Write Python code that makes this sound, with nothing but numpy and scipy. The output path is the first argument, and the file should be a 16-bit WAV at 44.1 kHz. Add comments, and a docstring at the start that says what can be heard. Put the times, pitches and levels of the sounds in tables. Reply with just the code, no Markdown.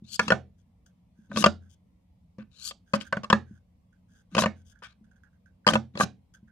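"""A soft bump and a short hiss come first: a hand draws a thin plastic cup off its nested stack.
Then cups are lifted and dropped on stacks on a wooden table in a small quiet room. Rattling contacts ring
cup walls and rims, pushes boom in the table top, friction noise hisses in the gap between sliding walls,
and fingertip slips creak and rustle. Filtered noise and one sine make the low rumble and hum under all."""
import sys
import numpy as np
from scipy import signal
from scipy.fft import rfft, irfft, next_fast_len
from scipy.io import wavfile
from scipy.ndimage import uniform_filter1d

SR = 44100
rng = np.random.default_rng(int(sys.argv[2]) if len(sys.argv) > 2 else 0)


def waveform_to_disk(signal):
    """Save audio, clipped to [-1, 1], as 16-bit WAV at the path in sys.argv[1]."""
    frames = np.transpose(np.atleast_2d(signal))
    scaled = np.clip(frames, -1, 1) * 32767
    samples = np.round(scaled).astype(np.int16)
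    wavfile.write(sys.argv[1], SR, samples)


def how_loud(loudness_db):
    """Turn decibels into a plain amplitude multiplier (0 dB gives 1, 20 dB gives 10)."""
    steps = np.asarray(loudness_db, float) / 20
    return 10 ** steps


N = 287091  # length in samples

# Rim meets rim or wood. Each row: start in seconds, cup level in dB, favoured wall pitch in Hz,
# table level in dB, crack level of the rim in dB. Fixed trims are added to the levels later.
KNOCKS = [(0.193, -9, 1432, -27.5, -19), (0.28, -21.5, 1084, -27.5, -25), (0.303, -9.5, 1530, -28, -24),
          (0.319, -6, 1454, -19, -22.5), (1.315, -32.5, 564, -39, -54), (1.36, -25.5, 589, -25, -30),
          (1.371, -16.5, 1144, -34, -24), (1.423, -24, 1030, -32.5, -27.5),
          (1.44, -4.5, 1190, -22.5, -12.5), (1.46, -6, 580, -15, -18.5), (2.383, -41.5, 530, -35, -62),
          (2.709, -36.5, 1190, -80.5, -37), (2.935, -10.5, 1100, -20, -27), (3.01, -39, 1600, -43.5, -32),
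          (3.125, -15, 1520, -30.5, -31.5), (3.168, -23, 1497, -25.5, -40), (3.233, -32.5, 1770, -39, -42),
          (3.242, -27.5, 1100, -48.5, -36.5), (3.3, -13, 1100, -23, -21), (3.327, -3, 1072, -14.5, -18.5),
          (4.349, -18, 1173, -27, -26), (4.366, -17.5, 562, -23.5, -29), (4.38, -10.5, 1050, -24, -20.5),
          (4.388, -11, 1080, -25.5, -20), (4.42, -19, 1070, -22, -24.5), (4.436, -15.5, 568, -33.5, -26.5),
          (4.458, -11.5, 1000, -20, -29), (4.821, -40, 1093, -85.5, -70.5), (5.666, -6.5, 1082, -21.5, -18),
          (5.675, -9.5, 1100, -26, -16.5), (5.686, -8.5, 1090, -27, -14), (5.704, -20.5, 1100, -37.5, -41),
          (5.721, -28.5, 602, -24.5, -39.5), (5.734, -16, 543, -26, -24), (5.754, -11, 1000, -18.5, -21),
          (5.953, -34, 550, -34, -48.5), (5.973, -27, 567, -45, -33.5), (5.999, -14, 1120, -25.5, -32),
          (6.007, -7.5, 1190, -45, -27.5), (6.033, -24, 1465, -24, -30.5)]
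# Ways the cup wall rings. Each row: pitch in Hz, relative level in dB, time to fall by 60 dB in seconds.
WALL_MODES = [(547, -2, 0.092), (638, 0.5, 0.037), (796, -2, 0.013), (1000, -6, 0.032), (1100, -2.5, 0.032),
              (1190, 2.5, 0.037), (1510, -2.5, 0.039), (1530, 0, 0.018), (1714, -8, 0.063),
              (2309.6, -4.5, 0.014), (2525, -6.5, 0.0086)]
# Ways the rim rings. Each row: pitch in Hz, relative level in dB, time to fall by 60 dB in seconds.
RIM_MODES = [(2650, -3, 0.034), (2920, 2.5, 0.011), (3260, 4.5, 0.012), (3900, -5, 0.0093), (4375, 0, 0.01),
             (5020, -2.5, 0.011), (6115, -6.5, 0.01), (6800, -8, 0.0072), (7540, -8.5, 0.0051),
             (9950, -12.5, 0.0058)]


def knocks():
    """Each contact is a short rattle that rings the cup wall and rim."""
    rattle_t60, place_s = 0.025, 0.00005  # seconds; place_s: spread of the arrival gap between the ports
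    # the more a knock cracks against its ring, the higher the rim modes it favours
    crack_hz, octaves_per_db, sharpest_db = 4600, 0.36, -8
    cups = np.zeros((3, N))  # left, right, and the plainer clack that leaves for the room walls
    chance = rng.standard_normal((len(KNOCKS), 3, 12))
    rattle = rng.standard_normal((len(KNOCKS), 2000))
    wall_hz = np.transpose(WALL_MODES)[0]
    t = np.arange(rattle.shape[1]) / SR
    impulse = signal.unit_impulse(300)
    walls, rims = len(WALL_MODES), len(RIM_MODES)
    for (s, cup_db, ring_hz, _, crack_db), (luck, *ears), noise in zip(KNOCKS, chance, rattle):
        force = noise * (1 - np.exp(-t / 0.001)) * how_loud(-60 * t / rattle_t60)

        # the nearest wall mode takes the favoured pitch, the others are slightly off
        off = abs(wall_hz - ring_hz)
        pull = np.where(off == off.min(), ring_hz / wall_hz, 1 + 0.02 * luck[:walls])
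        wall_db = favour(WALL_MODES, ring_hz, depth_db=11, octaves=0.19)
        wall = np.array([ring(WALL_MODES, wall_db + 2.2 * e[1:walls + 1], pull, 0.088) for e in ears])
        wall = struck(band(force, 450, 2400), wall, cup_db + 1.5)

        # the rim beams each mode its own way, so the ports hear different mixtures
        dullness_db = min(crack_db - cup_db - sharpest_db, 0)
        rim_hz = crack_hz * 2 ** (octaves_per_db * dullness_db)
        rim_db = favour(RIM_MODES, rim_hz, depth_db=12.5, octaves=4.1)
        rim = np.array([ring(RIM_MODES, rim_db + 3.8 * e[:rims], 1 + 0.043 * e[-rims:], 0.018) for e in ears])
        rim = struck(band(force, 1800, 9400), rim, crack_db + 6.5)

        add(cups[2], s, struck(force, band(impulse, 450, 1600), cup_db - 1.5))
        add(cups[2], s, struck(force, band(impulse, 1500, 6100), crack_db + 2))
        # each knock comes from its own spot
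        for port, gap_s in enumerate((0, place_s * luck[-1])):
            add(cups[port], s + gap_s, wall[port])
            add(cups[port], s + gap_s, rim[port])
    return cups


# A wrist or arm bumps the table. Each row: start in seconds, table level in dB before a fixed trim.
BUMPS = [(0.021, -38), (1.188, -47), (3.509, -39.5), (5.01, -50), (6.428, -47)]
# Ways the table top rings. Each row: pitch in Hz, relative level in dB, time to fall by 60 dB in seconds.
TABLE_MODES = [(87.5, -12, 0.69), (125.4, -6.5, 0.34), (170, -4.5, 0.095), (203.24, 6, 0.18),
               (211, 4.5, 0.12), (260, -7, 0.079), (330.5, -13, 0.12)]


def thuds():
    """Every knock and bump is a soft push that rings the table top."""
    spot_db = 3.5  # how much the modes change with the spot that is pushed
    table = np.zeros(N)
    pushes = [(row[0], row[3]) for row in KNOCKS] + BUMPS
    modes = len(TABLE_MODES)
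    for (s, table_db), luck in zip(pushes, rng.standard_normal((len(pushes), 12))):
        body = ring(TABLE_MODES, spot_db * luck[:modes], 1 + 0.015 * luck[-modes:], 0.3)
        add(table, s, struck(signal.windows.hann(130), body, table_db + 4))
    return table


# Wall slides on wall: a cup is drawn off its stack, sinks over a stack, shuffles to rest after a blow,
# or brushes another in the hand. Each row: start in seconds, length in seconds, then the levels of hiss,
# wall and table in dB at full speed (the wall gets a fixed trim).
LIFTS = [(0.035, 0.14, -41.5, -59, -61.5), (2.505, .215, -41.5, -52, -74)]
DROPS = [(1.29, .145, -37, -36, -30.5), (4.31, 0.13, -37, -32.5, -34), (5.712, .04, -40.5, -26.5, -27),
         (5.935, .112, -37.5, -35.5, -34.5)]
SETTLES = [(0.21, 0.12, -48.5, -42, -40), (2.39, 0.041, -68, -44.5, -45), (4.875, 0.059, -64.5, -54, -84),
           (5.695, .02, -32.5, -24, -28.5)]
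SCUFFS = [(2.94, 0.03, -41.5, -30, -35.5), (3.0, 0.036, -50, -41.5, -52), (4.822, 0.054, -55, -38, -84)]
# How each kind moves. One row each: speed at the start in dB, rise and fall as shares of the length,
# speed the fall heads for in dB, gap resonance in Hz at the start and at the end.
LIFT_MOTION = (-31, 0.76, 0.15, -12, 3649, 4950)
DROP_MOTION = (-39, 0.68, 0.33, -5.5, 3699.5, 3998.5)
SETTLE_MOTION = (-1.5, 0.4, 1.33, -11.5, 3252, 4001)
SCUFF_MOTION = (-7.5, 0.43, 0.56, -9.5, 2902, 3202.5)
# Resonances of the air gap. Each row: multiple of the main gap pitch, core filter width in Hz,
# relative level in dB.
GAP_MODES = [(1, 420, 1), (1.6, 1100, 0), (2.4, 3500, -2), (.74, 600, -4), (1.3, 1500, -5)]


def slides():
    """Friction grains sing in the air gap between two walls, rising as it opens, and shake wall and table."""
    grit_db = 3.2  # unevenness of the friction
    skirt = 4  # skirt width over core width of a gap resonance
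    wall_follows = 0.8  # wall dB per dB of speed
    wobble = 0.035  # the cup rocks, so the gap resonance wanders by this share
    rub_widens = 3.4  # width in Hz times ring time in seconds of a wall mode under rubbing
    hiss, table = np.zeros(N), np.zeros(N)
    wall_modes = [(hz, rub_widens / t60, db) for hz, db, t60 in WALL_MODES]
    kinds = ((LIFTS, LIFT_MOTION), (DROPS, DROP_MOTION), (SETTLES, SETTLE_MOTION), (SCUFFS, SCUFF_MOTION))
    for rows, (*motion, first_hz, last_hz) in kinds:
        for s, length, hiss_db, wall_db, table_db in rows:
            progress, speed_db = swell(length, *motion)
            count = len(progress)
            rocking = uniform_filter1d(uniform_filter1d(rng.standard_normal(count), 500), 500)
            gap_hz = first_hz + (last_hz - first_hz) * progress
            gap_hz = gap_hz * (1 + wobble * evened(rocking))
            grit = evened(uniform_filter1d(rng.standard_normal(count), 70))
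            grains = rng.standard_normal(count) * how_loud(grit_db * grit)

            # faster sliding is brighter: extra dB per octave above the main gap pitch
            bright_db = 0.82 * (np.clip(hiss_db + speed_db, -80, -40) + 43)
            gap = np.zeros(count)
            for multiple, width, db in GAP_MODES:
                core = resonate(grains, multiple * gap_hz, width)
                tone = resonate(core, multiple * gap_hz, width * skirt) / np.sqrt(width)
                gap += how_loud(db + bright_db * max(np.log2(multiple), 0)) * tone
            # the gap is too narrow to pass low tones
            gap = band(band(gap, 2600, 11000), 2600, 14000)
            wall = band(band(modes_on(grains, wall_modes), 900, 3500), 800, 4000)
            shake = evened(resonate(resonate(grains, 205, 38), 205, 81))

            edge = signal.windows.tukey(count, 0.12)
            gap = how_loud(hiss_db + speed_db) * evened(gap)
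            wall = how_loud(wall_db - 7 + wall_follows * speed_db) * wall
            add(hiss, s, (gap + wall) * edge)
            add(table, s, how_loud(table_db + 0.4 * speed_db) * shake * edge)
    return hiss, table


# Fingers turn a cup. Each row: start in seconds, length in seconds, creak and rustle in dB at full grip.
CREAKS = [(0.573, .05, -92, -83.5), (1.15, .14, -81, -86), (1.601, 0.093, -76.5, -85.5),
          (1.689, 0.062, -87.5, -69.5), (2.86, 0.077, -74, -79), (3.039, 0.053, -57.5, -67),
          (3.447, 0.15, -74, -83.5), (4.08, 0.15, -74, -77), (4.544, 0.0886, -78, -80),
          (4.301, 0.066, -78, -75.5), (4.647, .09, -82, -69), (5.645, 0.015, -61.5, -89.5)]
# Single slips of a fingertip. Each row: start in seconds, creak and rustle in dB at the start.
TICKS = [(0.8596, -72.5, -66), (3.9244, -71.5, -82), (4.704, -70.5, -79), (4.7242, -71, -85),
         (4.7523, -63.5, -81), (4.7872, -85, -78), (5.0403, -72, -78), (5.1108, -68, -79),
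         (5.1577, -70.5, -78.5), (5.232, -60, -75.5), (5.3282, -76, -85), (5.4575, -64, -78),
         (6.337, -58.5, -61.5), (6.4741, -63, -81.5)]
# Creaking tones. Each row: pitch in Hz, filter width in Hz, relative level in dB.
CREAK_MODES = [(1530, 160, -2.5), (1580, 90, -6)]
# Rustling bands. Each row: pitch in Hz, filter width in Hz, relative level in dB.
RUSTLE_MODES = [(3353, 550, -0.5), (5200, 820, -5.5), (6340, 890, 2), (8150, 3000, 0)]


def creaks():
    """Skin sticks and slips on the wall in small irregular clicks, and rustles over it."""
    grip_share, release_share, faint_db = 0.25, 0.12, -13.5  # a spell swells from faint, holds, and fades
    slip_s, creak_fall_db, rustle_fall_db = 0.06, -18, -32  # a single slip fades by this much
    creak, rustle = np.zeros(N), np.zeros(N)
    touches = []
    for s, length, creak_db, rustle_db in CREAKS:
        grip_db = swell(length, faint_db, grip_share, release_share, faint_db)[1]
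        touches.append((s, creak_db + grip_db, rustle_db + grip_db))
    fade = swell(slip_s, 0, 1, 1, 0)[0]
    for s, creak_db, rustle_db in TICKS:
        touches.append((s, creak_db + creak_fall_db * fade, rustle_db + rustle_fall_db * fade))
    for s, creak_db, rustle_db in touches:
        count = len(creak_db)
        clicks = rng.random(count) < 900 / SR  # about 900 a second
        slips = rng.standard_normal(count) * (0.32 + 2.8 * clicks)
        edge = signal.windows.tukey(count, 0.1)
        add(creak, s, how_loud(creak_db) * modes_on(slips, CREAK_MODES) * edge)
        add(rustle, s, how_loud(rustle_db) * modes_on(slips, RUSTLE_MODES) * edge)
    return creak, rustle


# Colour of the two ports. Each row: pitch in Hz, left minus right in dB before each source's own shift.
PORT_COLOUR = [(60, -1.5), (180, 2), (550, -2), (1650, -5), (4970, 7.5), (15000, -14)]


def ports(x, lead_ms, shift_db):
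    """Two microphone ports: the left hears earlier (later if lead_ms is negative), with its own colour."""
    size = next_fast_len(N + 512)
    hz = np.fft.rfftfreq(size, 1 / SR)
    side = np.array([[0.5], [-0.5]])
    # the housing stops the lead from growing in the treble
    turns = lead_ms / 1e3 * hz / (1 + (hz / 4200) ** 2)
    level = how_loud(side * (read(PORT_COLOUR, hz) + shift_db))
    return irfft(rfft(x, size) * level * np.exp(2j * np.pi * turns * side), size)[:, :N]


# How the room dies away. Each row: pitch in Hz, time to fall by 60 dB in seconds.
ROOM_T60 = [(100, 0.36), (300, .3), (1000, 0.14), (3000, 0.22), (6500, 0.17), (9000, 0.18)]


def room(x):
    """Sparse echoes of random sign, each band dying at its own speed."""
    taps = np.zeros((2, SR // 2))
    at = np.arange(150, SR // 2 - 20, 20) + rng.integers(0, 20, (2, (SR // 2 - 151) // 20))
    np.put_along_axis(taps, at, rng.choice([-1., 1.], at.shape), 1)
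    taps[1] = 2.4 * taps[0] + 1.1 * taps[1]  # the right shares the left's echoes and is louder
    hz, t, z = signal.stft(taps, SR, nperseg=256)
    t60 = np.maximum(read(ROOM_T60, hz), 0.02)[:, None]
    tail = signal.istft(z * how_loud(-60 * t / t60), SR, nperseg=256)[1]
    return signal.fftconvolve(x[None], tail / np.linalg.norm(tail[0]), axes=1)[:, :N]


# Spectrum of the rumble. Each row: pitch in Hz, relative level in dB.
AIR = [(15, -52.5), (25, -26.5), (48, -19), (72, -1), (149, -17), (185, -8), (309, -26), (363, -38),
       (489, -27.5), (1070, -37.5), (1560, -50), (2050, -43), (6740, -53.5), (13600, -54), (16000, -65.5)]
# How alike left and right are. Each row: pitch in Hz, likeness from -1 to 1.
AIR_SAME = [(60, 0.94), (180, 1), (550, 0.11), (1650, 0.12), (4970, -0.036), (15000, -0.52)]


def air():
    """Low rumble of the building, noise with patchy levels in time and pitch, and one steady sine hum."""
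    rumble_db, hum_db, hum_hz = -62.5, -70, 179.5  # levels are rms
    frames, hz = N // 512 + 5, np.fft.rfftfreq(2048, 1 / SR)
    a, b, c, d, patches = rng.standard_normal((frames, 1025, 5)).T
    patches = evened(uniform_filter1d(uniform_filter1d(patches, 5, 0), 6, 1))
    same = np.clip(read(AIR_SAME, hz), -1, 1)[:, None]
    left = a + 1j * b
    right = same * left + np.sqrt(1 - same ** 2) * (c + 1j * d)
    z = np.array([left, right]) * how_loud(read(AIR, hz)[:, None] + 2.2 * patches)
    rumble = how_loud(rumble_db) * evened(signal.istft(z, nperseg=2048, noverlap=1536)[1][:, :N])
    hum = np.sqrt(2) * np.sin(2 * np.pi * hum_hz * np.arange(N) / SR)
    return rumble + how_loud(hum_db) * hum


def evened(x):
    """Scales to rms 1."""
    return x / np.sqrt(np.mean(x ** 2) + 1e-20)


def read(points, hz):
    """Reads a table on a log-frequency axis."""
    f, value = np.transpose(points)
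    return np.interp(np.log(hz + 1), np.log(f + 1), value)


def add(mix, s, sound):
    """Mixes a sound in at time s, in seconds."""
    part = mix[round(s * SR):][:len(sound)]
    part += sound[:len(part)]


def resonate(x, hz, width):
    """Shifts the pitch hz (fixed or a curve) down to zero, smooths, and shifts back: a resonance."""
    turn = np.exp(2j * np.pi * np.cumsum(hz * np.ones(len(x))) / SR)
    r = np.exp(-np.pi * width / SR)
    return 2 * (turn * signal.lfilter([1 - r], [1, -r], x / turn + 1e-18)).real


def ring(modes, favour_db, detune, seconds):
    """A struck body rings as a sum of dying sines."""
    hz, db, t60 = np.transpose(modes)[:, :, None]
    t = np.arange(round(seconds * SR)) / SR
    level = how_loud(db + favour_db[:, None] - 60 * t / t60)
    return (level * np.sin(2 * np.pi * hz * detune[:, None] * t)).sum(0)


def struck(force, body, peak_db):
    """A force passes through a body; scaled to its peak."""
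    sound = signal.fftconvolve(force * np.ones_like(body[..., :1]), body, axes=-1)
    return how_loud(peak_db) * sound / abs(sound).max()


def band(x, low_hz, high_hz):
    """Steep band-pass."""
    return signal.sosfilt(signal.butter(2, [low_hz, high_hz], "band", fs=SR, output="sos"), x)


def modes_on(noise, modes):
    """Noise through steep fixed resonances, rms 1."""
    tones = [how_loud(db) * evened(resonate(resonate(noise, hz, w), hz, 2 * w)) for hz, w, db in modes]
    return evened(sum(tones))


def favour(modes, hz, depth_db, octaves):
    """Grip and nesting favour the modes near one pitch."""
    return -depth_db * np.minimum(abs(np.log2(np.transpose(modes)[0] / hz)) / octaves, 1)


def swell(length, start_db, rise, fall, end_db):
    """Progress 0-1 through a gesture, and its effort in dB; rise and fall are shares of the length."""
    u = np.arange(round(length * SR)) / (length * SR)
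    return u, start_db * np.clip(1 - u / rise, 0, 1) + end_db * np.clip(1 - (1 - u) / fall, 0, 1)


def scene():
    """Cups near the left port, creaks to the right, the table straight through the housing."""
    cups = knocks()
    hiss, shake = slides()
    creak, rustle = creaks()
    wood = thuds() + shake
    direct = ports(cups[:2], lead_ms=0.13, shift_db=4.5)
    direct += ports(hiss + rustle, lead_ms=0.15, shift_db=10)
    direct += ports(creak, lead_ms=-0.088, shift_db=-7.5)
    direct += wood * how_loud([[0.6], [-0.6]])
    # cloth and card soak up the treble of what the room sends back
    sent = band(band(cups[2] + hiss + creak + rustle + 0.81 * wood, 170, 7100), 53, 7500)
    return band(direct + how_loud(-15) * room(sent), 99, 21000) + air()


def roll_off(x):
    """The treble ends steeply here."""
    return signal.sosfilt(signal.butter(12, 16430, fs=SR, output="sos"), x)


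def record(dry):
    """A soft overload rounds off the loudest peaks near full scale."""
    headroom = 1.15
    mix = headroom * np.tanh(dry / headroom)
    return roll_off(mix)


dry = scene()
out = record(dry)
waveform_to_disk(out)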